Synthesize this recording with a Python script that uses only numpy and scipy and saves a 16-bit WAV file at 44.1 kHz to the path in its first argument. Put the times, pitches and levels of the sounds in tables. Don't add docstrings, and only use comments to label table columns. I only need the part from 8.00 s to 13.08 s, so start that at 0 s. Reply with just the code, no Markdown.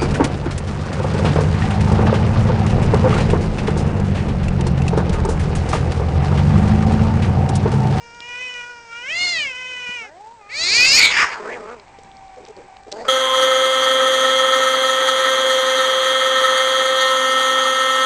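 import sys
import numpy as np
from scipy import signal
from scipy.io import wavfile
from scipy.ndimage import uniform_filter1d

SR = 44100
rng = np.random.default_rng(int(sys.argv[2]) if len(sys.argv) > 2 else 0)


def to_wav(sig):
    pcm = np.clip(np.atleast_2d(sig), -1, 1) * 32767
    pcm = np.round(pcm).astype(np.int16)
    wavfile.write(sys.argv[1], SR, pcm.T)


def to_linear_factor(level_db):
    exponent = np.asarray(level_db, float) / 20
    return 10 ** exponent


N = 224086

# frequency in Hz, density in dB per Hz.
YARD_SPECTRUM = [(30, -9.5), (270, -12.5), (600, -5.5), (1070, -15), (1780, -9.5), (2300, -19), (2830, -20),
                 (7900, -22)]
# peak time in seconds, level in dB, decay to either side in seconds.
RUMBLE_SWELLS = [(0.0, -57.5, 0.48), (2.923, -42.5, .13), (4.075, -53.5, 0.47), (5.08, -55, .15)]
# time in seconds, pitch in Hz, effort in dB, nose opening 0-1.
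YOWL_SWELLS = [
    [(0.0, 467, -48.5, 0.27), (0.14, 469, -45.5, 0.57), (0.205, 475, -49, 0.64), (0.222, 475, -35.5, 0.2),
     (0.385, 494.8, -29.5, 0.82), (0.43, 508, -27, 0.52), (0.62, 481, -32, 0.8), (0.69, 487.7, -42, 0.84),
     (0.87, 460.6, -47.5, 0.43)],
    [(0.93, 462.3, -35, 0.93), (1.02, 485.6, -32.5, 0.71), (1.07, 530.5, -29, 1), (1.11, 628, -22, 0),
     (1.16, 690.3, -22, .05), (1.24, 724.5, -19, .05), (1.33, 689.7, -22, .05), (1.41, 603, -20, 0.3),
     (1.47, 542.7, -22.5, 0.56)],
    [(1.53, 497.7, -31, 0.83), (1.61, 511, -29, 0.71), (1.7, 505.3, -29, 0.76), (1.88, 487.7, -28, 0.79),
     (1.95, 492.8, -27, .7), (2.03, 444, -31.5, .65), (2.08, 414.1, -43.5, 0), (2.105, 385, -57, .05)],
]
# centre in Hz, width in Hz, level in dB.
YOWL_CHEST = [(500, 2430, -7.5), (930, 200, 11)]
# centre in Hz, width in Hz, level in dB.
SKULL = [(6800, 900, -9), (8500, 1500, -20)]
# start in seconds, peak in dB, ring in Hz.
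TICKS = [(0.1466, -31.5, 5560), (0.2044, -19, 4000), (0.2904, -31, 5300), (0.5396, -23, 5430),
         (1.558, -28, 5510), (3.7978, -29, 3158), (3.881, -39, 3990), (3.9874, -49, 3370),
         (4.0345, -34.5, 6600), (4.116, -33.5, 3207), (4.169, -33.5, 5000), (4.281, -38, 3750),
         (4.361, -38, 4450), (4.4512, -28.5, 4500), (4.464, -33, 3850), (4.4727, -32, 3760),
         (4.485, -30.5, 6260), (4.566, -34, 4270), (4.768, -32, 3380), (4.8348, -35.5, 4470),
         (4.9163, -25, 4590), (4.919, -15, 4700), (4.9251, -11.5, 4730)]
# start in seconds, peak in dB, ring in Hz.
BUMPS = [(1.119, -38, 600), (1.891, -25, 209), (3.987, -28.5, 478), (4.048, -34.5, 213)]
# time in seconds, pitch in Hz, effort in dB, lips parted 0-1.
MOAN = [(2.0, 214.6, -42, .1), (2.046, 244.4, -51.5, 1), (2.132, 321, -48.5, 0.65), (2.218, 419, -41, 0.17),
        (2.346, 476.4, -41.5, .15), (2.436, 401.4, -50, .8), (2.668, 450, -55, 0.98), (2.7, 408, -46, .95)]
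# time in seconds, pitch in Hz, effort in dB, gape 0-1.
SCREECH = [(2.485, 204.5, -46.5, 1.03), (2.55, 284.2, -27, .6), (2.602, 321, -22.5, 0.01),
           (2.678, 364.2, -19, 0.17), (2.754, 463.2, -13, 0.23), (2.826, 504, -11.5, 0.62),
           (2.904, 543.7, -12, 0.17), (2.985, 646, -12, .05), (3.0, 628, -8.5, 0.1)]
# time in seconds, added roughness 0-1.
CRACKS = [(2.721, 0), (2.865, .2), (3.002, 0.1)]
# centre in Hz, width in Hz, level in dB.
CHEST = [(447.5, 335, 7), (884, 390, -2.5)]
# start in seconds, top in seconds, top in dB, final mouth and head resonances in Hz.
RASPS = [(2.968, 3.056, -8, 2250, 3584), (3.101, 3.229, -13.5, 1617, 5300), (3.291, 3.337, -26, 1330, 4600)]
# centre in Hz, width in Hz, level in dB.
RASP_CHEST = [(520, 550, -6), (940, 430, 4.5)]
# time in seconds, pitch in Hz, effort in dB.
SQUEAL = [(3.165, 833, -17.5), (3.19, 1066, -13), (3.21, 1335, -15.5), (3.24, 1178, -17.5),
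          (3.275, 794, -37)]
# start in seconds, length in seconds, top in dB, mouth at the top in Hz, head in dB.
GROWLS = [(3.39, .235, -31, 2303, -55), (3.611, .165, -37.5, 1310, -75), (4.912, .15, -44, 1950, -48),
          (5.039, 0.098, -30.5, 1910, -44.5)]
# time in seconds, pitch in Hz, effort in dB.
WHINE = [(3.85, 424.5, -56), (3.904, 397, -51), (4.262, 384.7, -40), (4.452, 374.3, -51), (4.472, 398, -52),
         (4.654, 397.6, -55.5), (4.706, 380.5, -43.5), (4.918, 399, -50.5), (4.95, 383, -37)]
# start in seconds, level in dB, chest resonance in Hz, length in seconds.
GRUNTS = [(4.359, -39.5, 500, 0.045), (4.385, -43, 407, 0.047), (4.426, -42.5, 419, 0.031),
          (4.476, -41.5, 478, 0.018), (4.488, -37.5, 428, 0.035), (4.558, -38, 385, 0.043),
          (4.587, -40.5, 480, 0.037), (4.622, -46.5, 370.6, 0.052), (4.862, -37.5, 433, 0.045)]


def evened(x):
    return x / np.sqrt(np.mean(x ** 2) + 1e-20)


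def loudness(x, size):
    return np.sqrt(abs(uniform_filter1d(x ** 2, size)) + 1e-20)


def add(mix, s, sound):
    part = mix[round(s * SR):][:len(sound)]
    part += sound[:len(part)]


def unroll(rows):
    s, *columns = np.transpose(rows)
    t = np.arange(s[0], s[-1], 1 / SR)
    return s[0], [np.interp(t, s, c) for c in columns]


def wander(count, size):
    smooth = uniform_filter1d(rng.standard_normal(count), size)
    return evened(uniform_filter1d(smooth, size))


def resonate(x, hz, width):
    turn = np.exp(2j * np.pi * np.cumsum(hz * np.ones(len(x))) / SR)
    r = np.exp(-np.pi * width / SR)
    return 2 * (turn * signal.lfilter([1 - r], [1, -r], x / turn)).real


def yard():
    frames, hz = N // 256 + 5, np.fft.rfftfreq(1024, 1 / SR)
    a, b, patches = rng.standard_normal((frames, 513, 3)).T
    patches = evened(uniform_filter1d(uniform_filter1d(patches, 12, 0), 14, 1))
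    f, db = np.transpose(YARD_SPECTRUM)
    colour_db = np.interp(np.log(hz + 1), np.log(f), db)[:, None]
    z = (a + 1j * b) * to_linear_factor(colour_db + 0.5 * patches + 0.61 * wander(frames, size=6))
    return to_linear_factor(-52) * evened(signal.istft(z, nperseg=1024, noverlap=768)[1][:N])


def breeze():
    calm_db = -63
    t = np.arange(N) / SR
    level = to_linear_factor(calm_db) + sum(to_linear_factor(db) * np.exp(-abs(t - s) / decay) for s, db, decay in RUMBLE_SWELLS)
    return level * evened(resonate(rng.standard_normal(N), 51, 130))


def cavity(drive, modes):
    rung = 0
    for k, (hz, width, db) in enumerate(modes):
        rung = rung + (-1) ** k * to_linear_factor(db) * resonate(resonate(drive, hz, width), hz, width)
    return rung / loudness(rung, size=800)


def vocal_folds(hz, rough, odd_db):
    count = len(hz)
    waver = .005 * wander(count, size=350) + .25 * rough ** 2 * wander(count, size=60)
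    turns = np.cumsum(hz * (1 + waver)) / SR
    along, steps = np.linspace(0, 1, count), np.linspace(0, 1, count // 200 + 9)
    drift_db = 2.5 * evened(uniform_filter1d(rng.standard_normal((45, len(steps))), size=5, axis=1))
    folds = 0
    for k in range(1, 45):
        level_db = odd_db * (k % 2) + np.interp(along, steps, drift_db[k])
        folds = folds + np.cos(2 * np.pi * k * turns + .1 * k ** 2) * (k * hz < 10000) * to_linear_factor(level_db)
    folds = folds * to_linear_factor(2.7 * rough * wander(count, size=150))
    puffs = (0.57 + np.exp(-(turns % 1) / 0.38)) * rng.standard_normal(count)
    return (1 - rough) * evened(folds) + 0.97 * rough * evened(puffs), turns


def call(s, hz, rough, mouth, head, chest, chest_db, throb_db, lips=(), odd_db=0, nose_db=-99):
    drive, turns = vocal_folds(hz, np.clip(rough, 0, 1), odd_db)
    voice = to_linear_factor(mouth[2]) * cavity(drive, [(*mouth[:2], 0), *lips])
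    voice += to_linear_factor(head[2]) * cavity(drive, [(*head[:2], 0)] + SKULL)
    voice += to_linear_factor(chest_db) * cavity(drive, chest)
    voice += to_linear_factor(nose_db) * cavity(drive, [(1470, 99, 0)])
    voice *= to_linear_factor(throb_db * wander(len(hz), size=250))
    return s, voice * np.minimum(1, np.minimum(turns, turns[-1] - turns) / 3)


def yowl():
    s, (hz, effort_db, nose) = unroll(np.concatenate(YOWL_SWELLS))
    strain = np.clip((hz - 537) / 207, 0, 1)
    late = abs(uniform_filter1d(strain, size=3000, origin=1400))
    soft_db = effort_db + 35
    rest_hz, strained_hz = 5300, 3700
    head_hz = rest_hz + (strained_hz - rest_hz) * np.minimum(2.1 * late, 1) + 350 * strain + 15 * soft_db
    head_db = -45.5 + 0.3 * soft_db + 24.5 * late + 0.081 * np.minimum(hz - 470, 0)
    mouth_hz = 2250 - 120 * strain + 12 * np.minimum(soft_db, 0) + 5 * np.minimum(hz - 470, 0)
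    rough = .028 - 0.0009 * soft_db + 0.041 * strain - .002 * np.minimum(hz - 460, 0)
    lips = [(3023 + 6 * np.minimum(hz - 465, 0), 460, -8.5), (3580, 270, -21)]
    return call(s, hz, rough, (mouth_hz, 640, effort_db), (head_hz, 1250, head_db), YOWL_CHEST,
                chest_db=-44 + 5.4 * strain, throb_db=-0.68, lips=lips, nose_db=-63.5 + 31.5 * nose)


def walls(x):
    fade = to_linear_factor(-60 * np.arange(9000) / SR / 0.084)
    taps = rng.choice([-1., 1.], 9000) * (rng.random(9000) < .05) * fade
    taps[:400] = 0
    return signal.fftconvolve(x, taps / np.linalg.norm(taps))[:N]


def tick(hz, width, t60):
    t = np.arange(600) / SR
    spit = rng.standard_normal(len(t)) * to_linear_factor(-60 * t / t60)
    spit = resonate(resonate(spit, hz, width), hz, width)
    return spit / abs(spit).max()


def bump(hz, t60, grit):
    t = np.arange(1500) / SR
    ring = (np.sin(2 * np.pi * hz * t) + grit * rng.standard_normal(len(t))) * to_linear_factor(-60 * t / t60)
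    return ring / abs(ring).max()


def hum(hz, levels_db, flutter_db):
    turns = np.cumsum(hz) / SR
    tone = sum(to_linear_factor(db) * np.sin(2 * np.pi * (k + 1) * turns) for k, db in enumerate(levels_db))
    flutter = to_linear_factor(flutter_db * wander(len(hz), size=200))
    return np.sqrt(2) * tone * flutter * signal.windows.tukey(len(hz), .05)


def moan():
    s, (hz, effort_db, lips) = unroll(MOAN)
    third_db = effort_db - 40 + 44 * lips
    levels_db = [effort_db - 15 + 6 * lips, effort_db] + [third_db + db for db in [5, -16, -1.5, 0.5]]
    return s, hum(hz, levels_db, flutter_db=2.5)


def screech():
    s, (hz, effort_db, gape) = unroll(SCREECH)
    t = s + np.arange(len(hz)) / SR
    crack_s, halving_s, rise_s = 0.022, 2.6, .06
    rough = .075 + .0016 * np.maximum(hz - 490, 0)
    rough = rough + sum(more * np.exp(-((t - at) / crack_s) ** 2) for at, more in CRACKS)
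    odd_db = -24 * np.clip(1 - (t - halving_s) / rise_s, 0, 1) + 0.029 * (hz - 450)
    lean_db = 21 * (gape - .45) / 2
    mouth = (2370 + 0.87 * (hz - 450), 580, effort_db + lean_db)
    head = (4500 + 1.3 * (hz - 450), 1140, effort_db - lean_db)
    chest_db = -45 + 0.59 * np.minimum(effort_db + 23, 0) - 9.9 * (gape - 0.64)
    return call(s, hz, rough, mouth, head, CHEST, chest_db=chest_db, throb_db=-0.94, odd_db=odd_db)


def rasp(start, top, top_db, mouth_hz, head_hz):
    s, (effort_db, done) = unroll([(start, top_db - 6, 0), (top, top_db, .6),
                                   (top + 0.023, top_db - 8.5, .85), (top + .07, top_db - 13.5, 1)])
    first_mouth_hz, first_head_hz = 2203, 4700
    opening_hz = first_mouth_hz + (mouth_hz - first_mouth_hz) * done
    width = np.clip(400 + .9 * (first_mouth_hz - mouth_hz), 200, 900)
    head_db = effort_db - 3.5 + 0.0073 * (opening_hz - first_mouth_hz) + 0.0053 * (mouth_hz - 1900)
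    head = (first_head_hz + (head_hz - first_head_hz) * done, 870, head_db)
    pitch = 450 * (1 + .07 * wander(len(done), size=600))
    return call(s, pitch, .6, (opening_hz, width, effort_db), head, RASP_CHEST,
                chest_db=-33, throb_db=0.7, lips=[(3110, 1100, -21.5), (1584, 340, -16.5)])


def squeal():
    s, (hz, effort_db) = unroll(SQUEAL)
    done = np.linspace(0, 1, len(hz))
    mouth, head = (1950 - 830 * done, 1200, effort_db), (5100, 1100, effort_db - 20)
    return call(s, hz, .4 + .2 * done, mouth, head, CHEST, chest_db=-63, throb_db=-3.0)


def growl(start, length, top_db, mouth_hz, head_db):
    end, end_db = start + length, top_db - 12.5
    s, (arch, effort_db, fade_db) = unroll([(start, 0, top_db - 4.5, -1.5),
                                            (start + 0.65 * length, 1, top_db, 0),
                                            (start + .8 * length, .45, top_db - 6.5, -.5),
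                                            (end, 0, end_db, -8), (end + .06, 0, end_db - 1, -15)])
    shut_hz = 976
    wide_hz = mouth_hz - shut_hz
    rough = .22 + .12 * arch + .00022 * wide_hz
    late = uniform_filter1d(arch, size=2001, origin=900)
    pitch = 199.3 + 50.66 * late
    opening_hz = shut_hz + wide_hz * arch ** (0.23 + 0.0014 * abs(wide_hz))
    mouth = (opening_hz, 190 + 0.31 * wide_hz, effort_db)
    head = (4900 - 400 * arch, 640, head_db + fade_db)
    chest_db = -33 + 0.0056 * (wide_hz - 897) + fade_db
    return call(s, pitch, rough, mouth, head, CHEST, chest_db=chest_db, throb_db=1.8,
                lips=[(2320, 1060, -20.0)])


def scuffle():
    start_s, length_s = 3.5, 1.34
    grains = rng.standard_normal(round(length_s * SR))
    grains = grains * to_linear_factor(2.4 * wander(len(grains), size=100))
    high = resonate(resonate(grains, 2270, 630), 2150, 610)
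    low = resonate(resonate(grains, 926, 194), 765, 220)
    return start_s, to_linear_factor(-50) * evened(high + 4.4 * low) * signal.windows.tukey(len(grains), .08)


def whine():
    s, (hz, effort_db) = unroll(WHINE)
    t = s + np.arange(len(hz)) / SR
    tremble_hz, pinned_s = 47, 4.35
    depth = 0.63 * np.clip((t - pinned_s) / 0.26, .2, 1)
    tremble = 1 + depth * np.cos(2 * np.pi * tremble_hz * t)
    return s, tremble * hum(hz, [-70, effort_db, -63, -66, -71, -65], flutter_db=1.3)


def grunt(s, db, hz, length):
    t = np.arange(0, length, 1 / SR)
    drive = np.exp(-(t * hz / 2 % 1) / 0.062) + 0.69 * rng.standard_normal(len(t))
    chest = evened(resonate(resonate(drive, hz, 276), hz, 285))
    return s, to_linear_factor(db) * chest * np.sin(np.pi * t / length)


def scene():
    cats, hands = np.zeros(N), breeze()
    for source in (yowl, moan, screech, squeal, scuffle, whine):
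        add(cats, *source())
    for source, rows in ((rasp, RASPS), (growl, GROWLS), (grunt, GRUNTS)):
        for row in rows:
            add(cats, *source(*row))
    for s, db, hz in TICKS:
        add(hands, s, to_linear_factor(db) * tick(hz, width=3000, t60=0.0084))
    for s, db, hz in BUMPS:
        add(hands, s, to_linear_factor(db) * bump(hz, t60=0.034, grit=0.45))
    return (cats + to_linear_factor(-13.0) * walls(cats) + hands + yard())[None]


def top_cut(x):
    return signal.sosfilt(signal.butter(12, 14470, fs=SR, output="sos"), x)


def record(dry):
    slow_sr = 16000
    t, slow_t = np.arange(N) / SR, np.arange(0, N / SR + .01, 1 / slow_sr)
    slow = np.interp(slow_t, t, dry[0])
    slow = slow + to_linear_factor(-17.0) * loudness(slow, size=40) * rng.standard_normal(len(slow))
    spikes = np.zeros(len(slow) * 3)
    spikes[::3] = 3 * slow
    spikes += to_linear_factor(-66) * np.cos(np.pi * np.arange(len(spikes)) / 3)
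    edge_hz = [0, 6986, 7990.5, 9000.5, 9991.5, 11006, 24000]
    edge_db = [0, -5, -5, -24, -51.5, -75, -67]
    smooth = signal.firwin2(255, edge_hz, to_linear_factor(edge_db), fs=3 * slow_sr)
    full = signal.resample_poly(signal.oaconvolve(spikes, smooth, "same"), 147, 160)[:N]
    over = np.maximum(abs(full) - .42, 0)
    bent = full - np.sign(full) * (over - .28 * np.tanh(over / .28))
    return top_cut(bent[None])


dry = scene()
out = record(dry)
to_wav(out)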